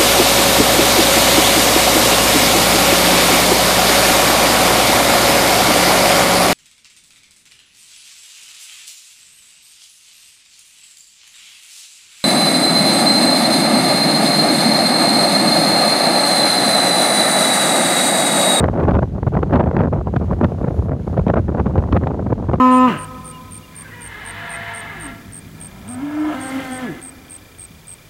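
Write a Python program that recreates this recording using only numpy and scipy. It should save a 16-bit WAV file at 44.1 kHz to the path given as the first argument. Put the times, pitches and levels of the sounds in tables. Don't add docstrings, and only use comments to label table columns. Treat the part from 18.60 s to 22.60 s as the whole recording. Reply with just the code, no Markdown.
import sys
import numpy as np
from scipy import signal
from scipy.fft import rfft, irfft, next_fast_len
from scipy.io import wavfile
from scipy.ndimage import uniform_filter1d, minimum_filter1d, map_coordinates

SR = 44100
rng = np.random.default_rng(int(sys.argv[2]) if len(sys.argv) > 2 else 0)


def generate_wav(sig):
    pcm = np.round(np.clip(np.atleast_2d(sig).T, -1, 1) * 32767).astype(np.int16)
    wavfile.write(sys.argv[1], SR, pcm)


N = 176400

# time_s, force_db
AIR_FLOW = [(0, -27), (.25, -23.5), (.4, -54), (.49, -50), (.55, -29), (.7, -52), (.8, -33.5), (1.0, -21.5),
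            (1.3, -51.5), (1.66, -34.5), (1.76, -31.5), (2.0, -33.5), (2.25, -33), (2.43, -41.5),
            (2.7, -41), (2.85, -39), (3.0, -34.5), (3.25, -30), (3.4, -34.5), (3.5, -30.5), (3.77, -37.5),
            (4.0, -30.5)]
# centre_s, length_s, force_db
PORT_EDDIES = [(0.005, 0.042, -10.5), (0.03, 0.015, -32), (0.036, 0.028, -14.5), (0.085, 0.0049, -7),
               (0.158, 0.025, -20.5), (0.204, 0.017, -10.5), (.236, 0.012, -11), (0.288, 0.015, -9),
               (0.299, 0.039, -12.5), (0.342, 0.011, -12.5), (.364, 0.017, -12), (0.389, 0.0078, -13),
               (0.43, 0.017, -17.5), (0.454, .006, -27), (.583, 0.01, -16), (0.63, 0.0077, -15),
               (0.674, 0.01, -13.5), (0.732, 0.012, -15.5), (0.759, 0.021, -17.5), (0.787, 0.033, -24),
               (.833, 0.0099, -9), (0.937, 0.016, -5), (0.963, 0.029, -9), (1.002, 0.021, -9),
               (1.036, 0.017, -14), (1.071, 0.027, -15), (1.114, 0.0053, -14.5), (1.152, 0.013, -17),
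               (1.167, 0.0053, -9), (1.206, 0.059, -13.5), (1.25, 0.032, -20.5), (1.282, 0.016, -19),
               (1.333, .007, -15), (1.35, 0.043, -23), (1.38, 0.009, -16), (1.411, 0.0068, -13),
               (1.476, 0.019, -21.5), (1.539, 0.013, -26), (1.564, 0.0059, -6.5), (1.619, 0.015, -16),
               (1.716, 0.022, -18), (1.788, 0.0086, -21), (1.814, 0.013, -14), (1.835, 0.01, -6.5),
               (1.845, 0.011, -4), (1.9, 0.0071, -22.5), (2.014, 0.0069, -17), (2.046, 0.013, -18),
               (2.075, 0.016, -14), (2.33, 0.089, -26), (2.479, 0.0077, -18.5), (2.535, 0.044, -26),
               (2.577, 0.012, -12.5), (2.608, 0.027, -23), (2.67, .008, -17), (2.682, 0.0059, -11.5),
               (2.697, 0.022, -17.5), (2.741, 0.0052, -4), (2.775, 0.022, -9), (2.889, .014, -17),
               (2.949, 0.037, -22), (2.992, 0.028, -13.5), (3.067, 0.017, -13), (3.101, 0.017, -23.5),
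               (3.161, 0.0066, -15.5), (3.184, 0.015, -11.5), (3.2, .04, -24.5), (3.289, 0.0049, -14),
               (3.329, 0.0081, -10.5), (3.355, 0.016, -14), (3.369, 0.0073, -5), (3.433, 0.023, -17),
               (3.472, 0.0042, -12), (3.51, 0.0076, -18.5), (3.543, 0.01, -28), (3.598, 0.0083, -15),
               (3.625, 0.0058, -27), (3.666, 0.019, -21), (3.707, .011, -14), (3.727, 0.0069, -13),
               (3.817, 0.046, -26.5), (3.891, 0.0094, -14), (3.915, 0.0036, -10), (3.941, 0.012, -10)]
# frequency_hz, density_db
BUFFET_SPECTRUM = [(30, -23.5), (70, -4.5), (130, 0.5), (220, -2), (350, -4), (600, -9), (1000, -18.5),
                   (1500, -29.5), (2100, -43.5), (3200, -60.5), (5000, -71), (9000, -79.5), (16000, -100)]
# frequency_hz, growth_db_per_db
BUFFET_GROWTH = [(100, 0.88), (220, 0.82), (500, 0.7), (1000, 1.26), (2000, 1.46), (4000, 2.12),
                 (8000, 1.03)]
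# frequency_hz, density_db
RUMBLE_SPECTRUM = [(12, -44.5), (25, -22.5), (32, -32.5), (42, -10), (55, -7), (80, 0), (120, -8.5),
                   (180, -8), (300, -25), (700, -57), (2000, -100)]
# centre_s, level_db, pitch_hz
VORTEX_THUMPS = [(0.206, -19, 151), (0.914, -12, 124), (1.574, -10, 122), (1.855, -13, 111),
                 (2.19, -7.5, 82), (2.59, -6, 147), (2.671, -6.5, 202), (2.707, -9, 99), (2.801, -10.5, 95),
                 (3.191, -9, 105), (3.339, -4, 97.5), (3.895, -12, 124)]
# centre_s, level_db
GUST_FRONTS = [(.085, -38.5), (.202, -35), (0.235, -39), (0.312, -32), (0.343, -35), (.678, -47.5),
               (0.747, -39), (.936, -33), (.959, -28.5), (0.999, -34), (1.564, -31), (1.845, -27),
               (2.582, -39.5), (2.683, -29.5), (2.741, -36.5), (3.068, -37), (3.181, -36), (3.326, -27),
               (3.371, -32), (3.936, -40)]
# frequency_hz, density_db
CRACK_SPECTRUM = [(500, -22.5), (1200, -1.5), (2200, 0.5), (3500, -6.5), (5000, -21), (7000, -30),
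                  (10000, -42), (16000, -57.5)]
# frequency_hz, density_db
RIPPLE_SPECTRUM = [(100, -2), (700, 1), (1500, -2.5), (2500, -9), (4000, -12.5), (5500, -16.5),
                   (6600, -15.5), (7500, -20), (9000, -22.5), (10700, -23), (12500, -28), (15800, -32.5)]
# time_s, gain_db
RIPPLE_SWELL = [(0, 2), (.3, 0.5), (.5, -1.5), (.9, 0.5), (1.2, -3), (1.6, 0.5), (1.9, 1.5), (2.2, 1),
                (2.31, -3.5), (2.48, 1), (2.75, -0.5), (3.3, .5), (3.8, -0.5), (4, 0)]
# centre_s, length_s, level_db
SHORE_WAVELETS = [(1.902, .3, -72), (2.16, .07, -64), (2.24, .05, -66), (2.49, .15, -67.5)]
# frequency_hz, density_db
FIZZ_SPECTRUM = [(1000, -20), (3000, -3.5), (5600, -4), (6700, 1), (7800, -8), (9600, -7), (10400, 1),
                 (11200, -0.5), (12200, -11), (15800, -15)]


def buffeting(force_db, flutter_db=2.5, crackle_db=6.5, strong_db=12, linger_cycles=0.38, level_db=-21):
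    unrest = 1 - 0.55 * np.clip(force_db / strong_db, 0, 1)
    whirls_db = flutter_db * wobble(100) + crackle_db * wobble(330)
    push_db = force_db + unrest * whirls_db
    air, out = noise(BUFFET_SPECTRUM), np.zeros(N)
    centres_hz = np.geomspace(100, 12800, 8)
    for hz, weights in zip(centres_hz, np.eye(len(centres_hz))):
        octave = filtered(air, lambda f: along(np.column_stack([centres_hz, weights]), f))
        push = amp(along(BUFFET_GROWTH, hz) * push_db)
        decay = np.exp(-hz / (linger_cycles * SR))
        out += octave * signal.lfilter([1 - decay], [1, -decay], push)
    return amp(level_db) * out


def wind_force(reference_db=-21.5):
    t = np.arange(N) / SR
    power = amp(curve(AIR_FLOW)) ** 2
    for centre_s, length_s, force_db in PORT_EDDIES:
        near = np.abs(t - centre_s) < 2 * length_s
        power[near] += amp(force_db) ** 2 * np.exp(-(2 * (t[near] - centre_s) / length_s) ** 2)
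    return 10 * np.log10(power) - reference_db


def rumble(force_db, level_db=-20.5, growth=0.13, swing_db=1.0):
    return noise(RUMBLE_SPECTRUM) * amp(level_db + growth * force_db + swing_db * wobble(14))


def thumps(half_width_cycles=0.96):
    t, out = np.arange(N) / SR, np.zeros(N)
    for centre_s, level_db, pitch_hz in VORTEX_THUMPS:
        cycles = (t - centre_s) * pitch_hz
        envelope = amp(level_db) * np.exp(-(cycles / half_width_cycles) ** 2)
        out += envelope * np.sin(2 * np.pi * (cycles + rng.random()))
    return out


def cracks(half_width_s=0.0015):
    t = np.arange(N) / SR
    slaps = sum(amp(level_db) * np.exp(-((t - centre_s) / half_width_s) ** 2)
                for centre_s, level_db in GUST_FRONTS)
    return noise(CRACK_SPECTRUM) * slaps


def water(ripple_db=-52, swing_db=0.84):
    t = np.arange(N) / SR
    ripples = noise(RIPPLE_SPECTRUM) * amp(ripple_db + curve(RIPPLE_SWELL) + swing_db * wobble(35))
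    lapping = sum(amp(level_db) * np.exp(-2 * ((t - centre_s) / length_s) ** 2)
                  for centre_s, length_s, level_db in SHORE_WAVELETS)
    return ripples + noise(FIZZ_SPECTRUM) * lapping


def amp(db):
    return 10 ** (np.asarray(db) / 20)


def along(points, hz):
    frequencies_hz, values = np.transpose(points)
    return np.interp(np.log(hz + 1), np.log(frequencies_hz + 1), values)


def curve(rows):
    return np.interp(np.arange(N) / SR, *np.transpose(rows))


def wobble(knots_per_s):
    return map_coordinates(rng.standard_normal(N // 16), [np.arange(N) * knots_per_s / SR], mode="wrap")


def filtered(x, response):
    size = next_fast_len(N + SR // 4)
    return irfft(rfft(x, size) * response(np.fft.rfftfreq(size, 1 / SR)), size)[..., :N]


def noise(spectrum):
    coloured = filtered(rng.standard_normal(N), lambda hz: amp(along(spectrum, hz)))
    return coloured / np.sqrt(np.mean(coloured ** 2) + 1e-20)


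def scene():
    force_db = wind_force()
    return (buffeting(force_db) + rumble(force_db) + thumps() + water() + cracks())[None]


def record(dry, low_cut_hz=37, ceiling=0.65, look_ahead_s=0.0015, fade_s=0.005, top_hz=15800):
    low_cut = signal.sosfilt(signal.butter(4, low_cut_hz, "high", fs=SR, output="sos"), dry)
    window = int(look_ahead_s * SR)
    needed_gain = np.minimum(1, ceiling / (np.abs(low_cut) + 1e-9))
    held_gain = minimum_filter1d(needed_gain, 2 * window)
    smooth_gain = uniform_filter1d(uniform_filter1d(held_gain, window), window)
    fade = np.sin(np.pi / 2 * np.minimum(1, np.arange(N) / SR / fade_s)) ** 2
    return filtered(low_cut * smooth_gain * fade * fade[::-1], lambda hz: hz < top_hz)


dry = scene()
out = record(dry)
generate_wav(out)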